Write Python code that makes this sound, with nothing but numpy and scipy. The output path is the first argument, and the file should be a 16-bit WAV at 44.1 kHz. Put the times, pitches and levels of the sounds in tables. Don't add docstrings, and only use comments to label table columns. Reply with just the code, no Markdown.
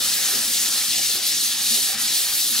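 import sys
import numpy as np
from scipy import signal
from scipy.fft import rfft, irfft
from scipy.io import wavfile
from scipy.ndimage import map_coordinates

SR = 44100
rng = np.random.default_rng(int(sys.argv[2]) if len(sys.argv) > 2 else 0)


def master_out(mix):
    frames = np.transpose(np.atleast_2d(mix))
    ceiling = np.clip(frames, -1, 1)
    pcm = np.round(ceiling * 32767).astype(np.int16)
    wavfile.write(sys.argv[1], SR, pcm)


N = 114660
TIME_S = np.arange(N) / SR


def amp(db):
    return 10 ** (np.asarray(db) / 20)


def rms_one(x):
    return x / np.sqrt(np.mean(x ** 2) + 1e-20)


def in_time(rows):
    s, *columns = np.transpose(rows)
    return [np.interp(TIME_S, s, column) for column in columns]


def at_hz(points, hz):
    curve_hz, value = np.array(points).T[:2]
    return np.interp(np.log(hz), np.log(curve_hz), value)


def drift(rate_hz):
    step = 40
    r = np.exp(-2 * np.pi * rate_hz * step / SR)
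    noise = rng.standard_normal(N // step + 2002)
    slow = signal.lfilter([1], [1, -2 * r, r * r], noise)[2000:]
    slow = rms_one(slow - slow.mean())
    return np.interp(np.arange(N) / step, np.arange(len(slow)), slow)


def ring(x, hz, t60_s):
    r = amp(-60 / (t60_s * SR))
    w = 2 * np.pi * hz / SR
    return signal.lfilter([0, np.sin(w)], [1, -2 * r * np.cos(w), r * r], x + 1e-18)


GRIT_PER_S, GRIT_SPREAD_DB = 16000, 2.5


def grit(size):
    height = amp(GRIT_SPREAD_DB * np.minimum(rng.exponential(1, size), 5.0))
    sign = rng.choice([-1, 1], size)
    strikes = rng.random(size) < GRIT_PER_S / SR
    return rms_one(height * sign * strikes)


# f/Hz, left-right likeness (1 = identical)
MIC_LIKENESS = [(60, .9995), (210, .9995), (330, 1), (640, 0.77), (1410, 0.85), (3100, 0.81), (6820, 0.81),
                (10000, 0.52), (15000, 0.1)]
# f/Hz, left minus right level/dB
MIC_BALANCE = [(60, 0.0), (130, 0.0), (290, 0.0), (640, 0.5), (1410, 1.0), (3100, 0.5), (6820, 1.5),
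               (15000, -1.0)]


def bank(source, low_hz, high_hz, gain_db, count):
    out = 0
    edges = np.geomspace(low_hz, high_hz, count + 1)
    for k, (low, high) in enumerate(zip(edges, edges[1:])):
        band = signal.butter(3, [low, high], "band", fs=SR, output="sos")
        mid, side = signal.sosfilt(band, source[k % 2])
        hz = np.sqrt(low * high)
        alike = np.clip(at_hz(MIC_LIKENESS, hz), 0, 1)
        lean_db = at_hz(MIC_BALANCE, hz) / 2
        pair = np.sqrt(1 + alike) * mid + np.sqrt(1 - alike) * side * [[1], [-1]]
        out = out + amp(gain_db(hz)) * amp([[lean_db], [-lean_db]]) * pair
    return rms_one(out)


# t/s, hiss level/dB near 4 kHz, then relative to it 6 kHz level/dB, treble level/dB,
# rasp level/dB near 2 kHz, rasp level/dB near 1.3 kHz; last, left minus right level/dB
RUB_STROKES = [(0.01, -26, -0.5, -3.5, -16, -15, 1.0), (0.18, -27.5, 2.5, -1.5, -7.5, -18, 1.5),
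               (0.32, -28.5, 3, -1, -7, -9.5, 0.5), (0.53, -28, 2.5, 0, -10.5, -20, 1.5),
               (0.58, -25, 1, -5, -12, -21, 2.0), (0.59, -29.5, 6, 1, -4.5, -16, 1),
               (0.74, -26.5, 1.5, -3, -15.5, -15, 1), (0.8, -24.5, -2, -4, -13, -18, 2),
               (0.82, -27, 2, -3, -9, -19, 0), (0.84, -28, 2.5, -0.5, -9, -16, 2),
               (0.96, -27.5, 3, -5, -8, -22, 2), (1.06, -28, 4, -2.5, -8, -19.5, 2.5),
               (1.12, -26, -2.5, -3.5, -16.5, -21, 1.5), (1.22, -30, 1.5, -6, -5.5, -15.5, 1.5),
               (1.27, -26, -0.5, -2.5, -15.5, -23, 2.0), (1.34, -28.5, 4.5, -4, -7, -20, 1.5),
               (1.43, -25, -1.5, -3, -22, -22, 1.0), (1.45, -28.5, 5, 0, -9, -16, 0.5),
               (1.46, -25, -2, -2.5, -15, -25.5, 1), (1.55, -28, 0.5, -6, -12, -15.5, 1.0),
               (1.75, -25, 1.5, -3, -14.5, -22.5, 1.5), (1.92, -30, 1.5, 0, -7, -15.5, 0.5),
               (1.97, -33.5, 0.5, -6.5, -2.5, -9, 2), (2.02, -28.5, 1.5, 1, -9, -14, 1.5),
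               (2.04, -25.5, -2, -5, -16.5, -19, 0.5), (2.11, -28, 2, -2.5, -8.5, -18.5, 2),
               (2.17, -25.5, -0.5, -1, -13, -22, 1), (2.28, -31, 3.5, 1, -5, -12.5, 0.5),
               (2.34, -26, -2.5, -2.5, -15.5, -18, 3), (2.36, -32, 2.5, 5.5, -6, -17, 1.5),
               (2.41, -27, 1, -1.5, -13.5, -21.5, 2), (2.51, -27, 0, -0.5, -18.5, -21, 1.5),
               (2.54, -27.5, 2, -2, -10.5, -14, 0.5), (2.58, -25, -3, -3, -15.5, -18, 1)]
# f/Hz, level/dB per Hz
SCRATCH_COLOUR = [(470, -44), (800, -20), (940, -22), (1240, -14.5), (1550, -14), (1820, -9), (2080, -12),
                  (3830, -1), (4450, -0.5), (7780, -4), (10400, -3), (15600, -10)]
STROKE_HZ = [3870, 6100, 12100, 1950, 1460]
# t/s, width/s from centre to 1/e, level/dB
HAND_STOPS = [(1.21, 0.016, -2), (1.966, 0.014, -0.5)]
FLUTTER_DB, PATCH_DB, SCRATCH_TRIM_DB = 0.5, 1, 7


def scratch():
    level_db, *against_db, pan_db = in_time(RUB_STROKES)
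    swings = [0 * level_db] + [column - column.mean() for column in against_db]
    flutter = drift(5.4) + drift(25)
    stop_db = sum(db * np.exp(-((TIME_S - s) / width_s) ** 2) for s, width_s, db in HAND_STOPS)
    order = np.argsort(STROKE_HZ)
    anchors = np.log(np.sort(STROKE_HZ))

    def gain_db(hz):
        shares = [np.interp(np.log(hz), anchors, order == k) for k in range(len(STROKE_HZ))]
        colour_db = sum(share * swing for share, swing in zip(shares, swings))
        upper_db = (FLUTTER_DB * flutter + stop_db) * (hz > STROKE_HZ[3])
        stroke_db = level_db - level_db.mean() + colour_db
        return at_hz(SCRATCH_COLOUR, hz) + stroke_db + upper_db + PATCH_DB * drift(9.9)

    hiss = bank(grit((2, 2, N)), 795.2, 16840, gain_db, count=36)
    lean_db = (pan_db - pan_db.mean()) / 2
    return amp(level_db.mean() + SCRATCH_TRIM_DB) * hiss * amp([lean_db, -lean_db])


ECHO_FIRST_S, ECHO_LAST_S, ECHO_WANDER_S = .0012, .012, .0002
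ECHO_DB = -21


def echoes(x, count=12):
    out = x
    for k, lag_s in enumerate(rng.uniform(ECHO_FIRST_S, ECHO_LAST_S, count)):
        lag = (lag_s + ECHO_WANDER_S * drift(2.48)) * SR
        at = np.abs(np.arange(N) - lag)
        echo = np.array([map_coordinates(c, [at], order=3, mode="nearest") for c in x])
        out = out + (-1) ** k * amp(ECHO_DB) * echo
    return out / np.sqrt(1 + count * amp(2 * ECHO_DB))


# f/Hz, relative level/dB, 60 dB decay/s
DOOR_MODES = [(114.5, -15, 0.16), (138, -10.5, 0.14), (206, -17, 0.13), (232, 3, 0.12), (321, -2.5, 0.14),
              (403.7, -5.5, 0.11), (527.4, -0.5, 0.068), (637, -4.5, 0.071), (772.5, 1, 0.046),
              (854, -9, 0.059), (1283, -9, 0.09), (1436, -13, 0.05), (1770, -1, 0.046)]
# t/s, low-mode level/dB,
# upper-mode level/dB against the low modes (used as a swing about its mean)
PAPER_DRIVE = [(0.01, -42, -0.5), (0.09, -47.5, -2), (0.22, -47.5, 3), (0.31, -55.5, 13), (0.36, -44.5, 1),
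               (0.49, -48, 1.5), (0.52, -46, -0.5), (0.81, -52.5, 7), (0.85, -66, 20), (0.89, -44, -12),
               (0.99, -49.5, 9), (1.08, -46, -10), (1.1, -52.5, 10), (1.15, -43, -6), (1.17, -51.5, 9),
               (1.22, -52, 1.5), (1.68, -50, 0), (1.7, -40, -7), (1.79, -53.5, 12.5), (1.83, -44, -8.5),
               (1.9, -64.5, 24), (1.96, -37.5, -14), (1.99, -47, -3), (2.13, -46, -2.5), (2.18, -58.5, 12),
               (2.47, -50.5, 0), (2.53, -46, -5), (2.58, -48.5, 1.5)]
# t/s, length/s, slip level/dB before mode gain, favoured f/Hz
GRIP_JUDDERS = [(0.292, 0.072, -37.5, 405), (0.321, 0.064, -53, 240), (0.984, 0.064, -54, 294),
                (1.138, 0.059, -44, 413), (1.686, .04, -55, 232), (1.75, 0.042, -44, 426),
                (1.921, 0.04, -42.5, 770), (1.94, .04, -59, 215), (2.1, 0.059, -53, 260)]
SLIPS_PER_S, FAVOUR_DB_PER_OCTAVE = 900, 35
UPPER_FROM_HZ, UPPER_FULL_HZ = 260, 380
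MODE_WANDER_DB, DOOR_TRIM_DB = 1.2, 7


def door():
    drive_db, upper_db = in_time(PAPER_DRIVE)
    slips = rng.standard_normal(N) * (rng.random(N) < SLIPS_PER_S / SR)
    hum, jolt = 0, 0
    for k, (hz, db, t60_s) in enumerate(DOOR_MODES):
        upper_share = at_hz([(UPPER_FROM_HZ, 0), (UPPER_FULL_HZ, 1)], hz)
        swing_db = upper_share * (upper_db - upper_db.mean())
        drive = grit(N) * amp(MODE_WANDER_DB * drift(4.3))
        hum = hum + amp(db + swing_db) * rms_one(ring(drive, hz, t60_s))
        grip = 0
        for s, length_s, jolt_db, pitch_hz in GRIP_JUDDERS:
            arch = np.sin(np.pi * np.clip((TIME_S - s) / length_s, 0, 1))
            loss_db = FAVOUR_DB_PER_OCTAVE * abs(np.log2(hz / pitch_hz))
            grip = grip + amp(jolt_db - loss_db) * arch
        jolt = jolt + amp(db) * (-1) ** k * ring(slips * grip, hz, t60_s)
    return amp(drive_db + DOOR_TRIM_DB) * rms_one(hum) + jolt


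# f/Hz, level/dB per Hz
RUMBLE_COLOUR = [(15, -51), (25, -40), (60, -16.5), (115, 0.5), (150, -3), (180, -6.5), (300, 0),
                 (500, -16), (1000, -11)]
RUMBLE_DB = -53


def rumble():
    noise = rng.standard_normal((2, 2, N))

    def gain_db(hz):
        return at_hz(RUMBLE_COLOUR, hz) + 2.0 * drift(2.7)

    return amp(RUMBLE_DB) * bank(noise, 25.0, 964, gain_db, count=10)


# t/s, push level/dB
CABINET_BUMPS = [(.445, -38), (.515, -45), (.77, -43), (1.0, -46), (1.58, -46), (1.65, -50), (1.89, -52),
                 (2.02, -45), (2.29, -40)]
BUMP_HZ, BUMP_T60_S = 56.4, 0.035


def bumps():
    push = np.zeros(N)
    for s, db in CABINET_BUMPS:
        push[int(s * SR)] = amp(db)
    rounded = np.convolve(push, np.hanning(200) / 100)[:N]
    return ring(rounded, BUMP_HZ, BUMP_T60_S)


# t/s, f/Hz, level/dB against the stroke level before trim
STROKE_WHISTLE = [(1.99, 4620, -38), (2.05, 4400, -9), (2.1, 4180, -14), (2.13, 3820, -4),
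                  (2.18, 4296, -10), (2.22, 4070, -14), (2.26, 4370, -3), (2.3, 4430, -6), (2.33, 4750, -3),
                  (2.365, 5320, -2), (2.39, 5400, -38)]
WHISTLE_WIDTH_HZ = 400


def whistle():
    pitch_hz, share_db = in_time(STROKE_WHISTLE)
    low_pass = signal.butter(2, WHISTLE_WIDTH_HZ / 2, fs=SR, output="sos")
    slow = signal.sosfilt(low_pass, grit((2, N)))
    phase = 2 * np.pi * np.cumsum(pitch_hz) / SR
    tone = slow[0] * np.cos(phase) + slow[1] * np.sin(phase)
    return amp(in_time(RUB_STROKES)[0] + share_db) * rms_one(tone)


RIGHT_LAG_S = 2.3e-5


def scene():
    left, right = echoes(scratch() + whistle()) + door() + bumps() + rumble()
    hz = np.fft.rfftfreq(N, 1 / SR)
    late = irfft(rfft(right) * np.exp(-2j * np.pi * hz * RIGHT_LAG_S), N)
    return np.array([left, late])


CUTOFF_HZ = 15750


def record(dry):
    low_pass = signal.ellip(14, .2, 90, CUTOFF_HZ, fs=SR, output="sos")
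    return signal.sosfilt(low_pass, dry)


dry = scene()
out = record(dry)
master_out(out)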